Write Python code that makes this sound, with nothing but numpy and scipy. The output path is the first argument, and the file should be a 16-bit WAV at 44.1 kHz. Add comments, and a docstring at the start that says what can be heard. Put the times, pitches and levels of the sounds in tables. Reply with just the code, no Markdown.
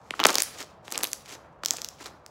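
"""Trapped air pockets burst as sharp pops while soft slime is folded and pressed by hand on a wooden table:
each burst is a pressure push, a cavity ringing a few cycles and a splutter of torn film.
Between them the sticky mass hisses, squelches and crackles in random grains; brief rough tones give
one tonal pop and then air squealing through slits. The furnished room answers with a bright noise tail
over its nearly steady hum; the recorder delays the lows behind the highs."""
import sys
import numpy as np
from scipy import signal
from scipy.fft import rfft, irfft, next_fast_len
from scipy.io import wavfile

SR = 44100
rng = np.random.default_rng(int(sys.argv[2]) if len(sys.argv) > 2 else 0)


def volts(x):
    """Linear amplitude factor 10**(x/20) for a level x in dB, scalar or array-like."""
    e = np.asarray(x, float) / 20
    return 10 ** e


def store_pcm(level_fs):
    """Save levels as 16-bit WAV."""
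    pcm = np.round(np.clip(level_fs, -1, 1) * 32767).astype(np.int16)
    wavfile.write(sys.argv[1], SR, np.atleast_2d(pcm).T)


N = 101429


def at_hz(points, hz, index=1):
    """Reads a table column at hz, linear in log frequency."""
    points = np.array(points)
    return np.interp(np.log(np.maximum(hz, 1)), np.log(points[:, 0]), points[:, index])


def rms_one(x):
    """Scales x to rms 1."""
    return x / np.sqrt(np.mean(x ** 2) + 1e-20)


def colour(x, spectrum):
    """Filters x by the spectrum; rms 1."""
    gain = volts(at_hz(spectrum, np.fft.rfftfreq(N, 1 / SR)))
    return rms_one(irfft(rfft(x) * gain, N))


def drift(rate_hz):
    """Noise through two equal one-pole low-passes at rate_hz; rms 1."""
    r = np.exp(-2 * np.pi * rate_hz / SR)
    noise = rng.standard_normal(N + SR)
    return rms_one(signal.lfilter([1], [1, -2 * r, r * r], noise)[SR:])


def grains(per_s, spread_db):
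    """Single-sample clicks at random times, of uneven size and either sign."""
    sizes = volts(spread_db * np.minimum(rng.exponential(1, N), 5))
    signs = rng.choice([-1, 1], N)
    return sizes * signs * (rng.random(N) < per_s / SR)


# Spectrum of the room hum. Each row: frequency in Hz, relative density in dB per Hz.
HUM_SPECTRUM = [(15, -53), (25, -8), (138, -7.5), (358, -16.5), (555, -8.5), (1170, -13), (2020, -29),
                (9000, -60.5), (15600, -86.5)]
HUM_RMS_DB, HUM_DRIFT_DB, HUM_DRIFT_HZ = -53.5, 0.4, 3.7


def hum():
    """Room hum: coloured noise whose level wavers slightly."""
    level_db = HUM_RMS_DB + HUM_DRIFT_DB * drift(HUM_DRIFT_HZ)
    return volts(level_db) * colour(rng.standard_normal(N), HUM_SPECTRUM)


# Room tail. Each row: frequency in Hz, 60 dB decay time in s, relative starting level in dB.
ROOM_DECAY = [(201.5, 0.88, -59), (630, 0.41, -27.5), (1440, 0.94, -21), (4000, 0.49, -10.5),
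              (7000, 0.3, -8.5), (14470, 0.34, -8.5)]
ROOM_START_S, ROOM_BUILD_S = 0.003, 0.008


def room(x):
    """Diffuse reflections: half-octave noise bands, each with its own exponential decay."""
    t = np.arange(SR) / SR
    edges_hz = 90 * 2 ** np.arange(0, 7.6, 0.5)
    tail = np.zeros(SR)
    white = rng.standard_normal((2, SR))   # neighbouring bands use different noise
    for k, (low, high) in enumerate(zip(edges_hz, edges_hz[1:])):
        hz = np.sqrt(low * high)
        sos = signal.butter(2, [low, high], "band", fs=SR, output="sos")
        decay_db = at_hz(ROOM_DECAY, hz, index=2) - 60 * t / at_hz(ROOM_DECAY, hz)
        tail += volts(decay_db) * signal.sosfilt(sos, white[k % 2])
    build = np.clip((t - ROOM_START_S) / ROOM_BUILD_S, 0, 1)
    tail *= build / np.sqrt(0.05 * SR)
    return signal.fftconvolve(x, tail)[:N]


RING_CYCLES = 3.47   # the decay factor falls 60 dB in this many cycles
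PUSH_TOP_HZ, PUSH_TOP_RATIO = 4000, 2.61   # push corner: the lower of Hz and ratio to the ring
SPLUTTER_DB, SPLUTTER_DECAY_S, SPLUTTER_TOP_RATIO = -9.5, 0.00086, 4.8


def burst(hz, push_db, noise):
    """Pocket burst: cavity ring plus pressure push, peak 1, then the splutter of torn film."""
    t = np.arange(len(noise)) / SR
    decay = np.log(1000) * hz / RING_CYCLES
    ring = 2 * decay * decay * t * np.exp(-decay * t) * np.cos(2 * np.pi * hz * t)
    w = 2 * np.pi * min(PUSH_TOP_HZ, PUSH_TOP_RATIO * hz)
    push = w * (w * t) ** 2 / 2 * np.exp(-w * t)
    shape = ring + volts(push_db) * push
    band_hz = [hz / 2, min(SPLUTTER_TOP_RATIO * hz, 0.45 * SR)]
    sos = signal.butter(2, band_hz, "band", fs=SR, output="sos")
    splutter = signal.sosfilt(sos, noise * np.exp(-t / SPLUTTER_DECAY_S))
    return shape / np.abs(shape).max() + volts(SPLUTTER_DB) * splutter


GRAIN_SPREAD_DB = 3.2
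# Sticky hiss spectrum. Each row: frequency in Hz, relative density in dB per Hz.
HISS_SPECTRUM = [(880, -34.5), (1710, -6.5), (6690, -4.5), (16000, -18)]
HISS_GRAINS_PER_S, HISS_CLUMP_DB = 4500, 3.2


def sticky_hiss(clumps):
    """The sticky mass hisses in dense bright grains that swell with the clumps."""
    return volts(HISS_CLUMP_DB * clumps) * colour(grains(HISS_GRAINS_PER_S, GRAIN_SPREAD_DB), HISS_SPECTRUM)


# Squelch spectrum; the table top booms near 300 Hz.
# Each row: frequency in Hz, relative density in dB per Hz.
SQUELCH_SPECTRUM = [(90, -38.5), (200, -11.5), (300, 0), (700, -4), (1300, -3.5), (2500, -17), (4000, -40)]
SQUELCH_GRAINS_PER_S, SQUELCH_CLUMP_DB, SQUELCH_SWELL_HZ = 1500, 1.5, 7.0


def dull_squelch(clumps):
    """The pressed mass gives in dull grains, with the clumps and a slower swell."""
    level_db = SQUELCH_CLUMP_DB * (clumps + drift(SQUELCH_SWELL_HZ))
    return volts(level_db) * colour(grains(SQUELCH_GRAINS_PER_S, GRAIN_SPREAD_DB), SQUELCH_SPECTRUM)


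CRACKLE_PER_S, CRACKLE_SPREAD_DB = 500, 3


def crackle():
    """Tiny pockets burst at random in ten ring sizes, without splutter; rms 1."""
    clicks = grains(CRACKLE_PER_S, CRACKLE_SPREAD_DB)
    dealt = rng.integers(0, 10, N)
    out = np.zeros(N)
    for k, hz in enumerate(np.geomspace(1800, 11000, num=10)):
        pocket = burst(hz, -22.0, np.zeros(128))
        out += np.convolve(clicks * (dealt == k), pocket)[:N]
    return rms_one(out)


# Kneading levels, joined by straight lines in dB, before clumping.
# Each row: time in seconds, sticky hiss level in dB, dull squelch level in dB.
KNEAD_LEVELS = [(0, -72.5, -72), (0.181, -57, -49.5), (.205, -42, -25), (0.228, -58.5, -35.5),
                (.29, -35, -28.5), (0.362, -45.5, -40.5), (0.401, -26.5, -41.5), (.425, -66, -50),
                (.437, -40, -47), (.53, -52, -55.5), (0.62, -40, -41.5), (0.65, -60, -53.5),
                (0.821, -90, -71), (0.849, -60, -61.5), (0.951, -48.5, -46), (1.055, -63.5, -44),
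                (1.239, -62.5, -66), (1.278, -46, -50.5), (1.352, -46, -48), (1.392, -77, -53.5),
                (1.611, -85, -65), (1.652, -51.5, -48.5), (1.739, -48, -47), (1.97, -66, -67.5),
                (2.012, -49, -48.5), (2.05, -51.5, -57), (2.06, -38.5, -40.5), (2.075, -46.5, -47),
                (2.128, -76.5, -56), (2.25, -82, -66), (2.28, -72, -73.5)]
CLUMP_HZ, CRACKLE_VS_HISS_DB = 52, -6


def kneading():
    """Folding and pressing drive hiss, crackle and squelch; hiss and squelch share clumps."""
    s, hiss_db, squelch_db = np.transpose(KNEAD_LEVELS)
    t = np.arange(N) / SR
    hiss_db = np.interp(t, s, hiss_db)
    squelch_db = np.interp(t, s, squelch_db)
    clumps = drift(CLUMP_HZ)
    bright = sticky_hiss(clumps) + volts(CRACKLE_VS_HISS_DB) * crackle()
    return volts(hiss_db) * bright + volts(squelch_db) * dull_squelch(clumps)


# Brief tones: a 3 ms tonal pop at 0.1376 s, then air squealing through slits.
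# Each row: start in seconds, length in seconds, level in dB, starting pitch in Hz,
# overtone level in dB against the fundamental.
BRIEF_TONES = [(0.1376, .003, -23, 1400, -35.5), (0.201, 0.019, -28, 3160, -11),
               (0.943, 0.0083, -33, 2586, -0.5), (1.734, 0.012, -35, 751, -16)]
TONE_SAG, TONE_ROUGH_RAD, TONE_FLUTTER_HZ = 0.1, 0.8, 400   # sag: fraction of pitch lost


def brief_tones():
    """A tonal pop, then slit squeals: tones with an octave overtone, sagging pitch, rough phase."""
    out, t = np.zeros(N), np.arange(N) / SR
    flutter = drift(TONE_FLUTTER_HZ)
    for s, length, db, hz, overtone_db in BRIEF_TONES:
        u = np.clip((t - s) / length, 0, 1)
        cycles = hz * length * (u - TONE_SAG * u * u / 2)
        phase = 2 * np.pi * cycles + TONE_ROUGH_RAD * flutter
        envelope = np.sqrt(np.sin(np.pi * u) + 1e-12) * (u < 1)
        tone = np.sin(phase) + volts(overtone_db) * np.sin(2 * phase)
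        out += volts(db) * envelope * tone
    return out


# Large air pockets. Each row: start in seconds, level in dB before POP_GAIN_DB, ring in Hz,
# low push in dB against the ring.
POCKET_POPS = [(0.1074, -14.5, 2030, 0.5), (0.1938, -15, 1190, 2), (0.2007, -14.5, 3100, -12),
               (0.2008, -11.5, 950, -4.5), (0.2329, -16, 1030, -8), (0.2389, -8, 3680, -11),
               (0.2498, -5, 1180, 11.5), (0.2528, -6.5, 4980.0, -1.5), (0.2544, 2.5, 1180, 12),
               (0.256, -15.5, 7000, -39.5), (0.2669, -0.5, 9100, -12.5), (0.2683, -3, 8620.0, -3.5),
               (0.272, -23, 6000, -23.5), (0.2864, -15.5, 4500, 1.5), (0.2882, -16, 3000, -7),
               (0.2931, -11, 1030, 3.5), (0.304, -10.5, 5000, -2), (0.33, -20.5, 7500, -28),
               (0.3335, -28.5, 2800, -13.5), (0.3436, -14, 6600, -29.5), (0.3465, -24, 4000, -10.5),
               (0.3549, -3.5, 4950, -6.5), (0.3833, -5.5, 6100, -4.5), (0.4037, -7.5, 5800, -29.5),
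               (0.4211, 1, 9970, -17), (0.4341, -12, 11100, -25), (0.6161, -29, 4750, -10),
               (0.6274, -26, 4870, -34), (0.8799, -24, 2370, 7), (0.9056, -28, 10590.0, 1),
               (0.915, -24.5, 8700, -16.5), (0.9215, -22, 3950, 0.5), (0.9236, -12.5, 9300, -18),
               (0.9377, -27.5, 4130, -30), (0.9553, -20.5, 2420, 0.5), (0.9582, -23, 2880.0, -17.5),
               (0.9754, -24.5, 900, 7), (0.9776, -8, 8000, -17), (0.9889, -21, 6700, -1),
               (1.0057, -26.5, 2350.0, -2), (1.0101, -25.5, 4500, 3), (1.0297, -20.5, 4480, -13.5),
               (1.0338, -5, 9230, -2), (1.041, -7, 12850, -4), (1.0432, -17.5, 3580, -15),
               (1.0511, -22.5, 2780, -33), (1.0714, -25.5, 5500, -5.5), (1.1167, -25, 7020.0, -15),
               (1.1317, -9, 6930, -15.5), (1.2792, -39, 1500, 9), (1.6349, -20, 1176, 2),
               (1.6365, -26.5, 4330, -5), (1.6495, -18.5, 5500, -17.5), (1.6595, -7.5, 5240, -10.5),
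               (1.6844, -19, 5760, -29), (1.7077, -3.5, 6760, -13), (1.7356, -21, 8550, -27),
               (1.7652, -29.5, 4500, -17.5), (1.769, -20.5, 7240, -12.5), (1.7843, -25.5, 2400, 4),
               (1.8176, -18.5, 5860, -24), (1.846, -15, 5440, -26), (1.8873, -20.5, 6000, -19),
               (2.0586, -27.5, 4000, -4.5), (2.0608, -34, 2200, -2.5), (2.0724, -35, 1200, 2),
               (2.263, -29, 6050, 0)]
POP_GAIN_DB = 4.5
SMALL_SOURCE_HZ = 260   # high-pass corner: the lump is too small to radiate the lows


def pops():
    """Large pockets, one burst each, with the lows of a small radiator cut."""
    out = np.zeros(N + 512)
    noise = rng.standard_normal((len(POCKET_POPS), 512))
    for (s, db, hz, push_db), puff in zip(POCKET_POPS, noise):
        i = int(s * SR)
        out[i:i + 512] += volts(db + POP_GAIN_DB) * burst(hz, push_db, puff)
    sos = signal.butter(3, SMALL_SOURCE_HZ, "high", fs=SR, output="sos")
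    return signal.sosfilt(sos, out[:N])


def scene():
    """Slime, its room tail and the hum, in one channel."""
    slime = pops() + brief_tones() + kneading()
    return (slime + room(slime) + hum())[None]


LAG_CYCLES, LAG_TOP_HZ = 1.1, 20000   # phase lag is zero at LAG_TOP_HZ


def lag_lows(x):
    """All-pass: each frequency above 50 Hz comes LAG_CYCLES of its own cycles late."""
    size = next_fast_len(N + SR // 2)
    hz = np.maximum(np.fft.rfftfreq(size, 1 / SR), 50)
    lag = np.exp(-2j * np.pi * LAG_CYCLES * np.log(hz / LAG_TOP_HZ))
    return irfft(rfft(x, size) * lag, size)


# Microphone response. Each row: frequency in Hz, gain in dB.
MICROPHONE_RESPONSE = [(20, -28), (60, 0), (7700, -1), (8300, -4.5), (15800, -6), (16200, -22.5),
                       (17000, -48)]


def microphone(x):
    """Microphone colour: a zero-phase gain over frequency."""
    size = x.shape[-1]
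    gain = volts(at_hz(MICROPHONE_RESPONSE, np.fft.rfftfreq(size, 1 / SR)))
    return irfft(rfft(x) * gain, size)


def top_cut(x):
    """Nothing passes above the cut-off."""
    return signal.sosfilt(signal.butter(12, 16990, fs=SR, output="sos"), x)


OVERLOAD = 1.02   # clipping amplitude


def record(dry):
    """Lows lag, peaks beyond OVERLOAD clip, the microphone colours the whole."""
    x = np.clip(lag_lows(dry), -OVERLOAD, OVERLOAD)
    mix = microphone(x)[:, :N]
    return top_cut(mix)


dry = scene()
out = record(dry)
store_pcm(out)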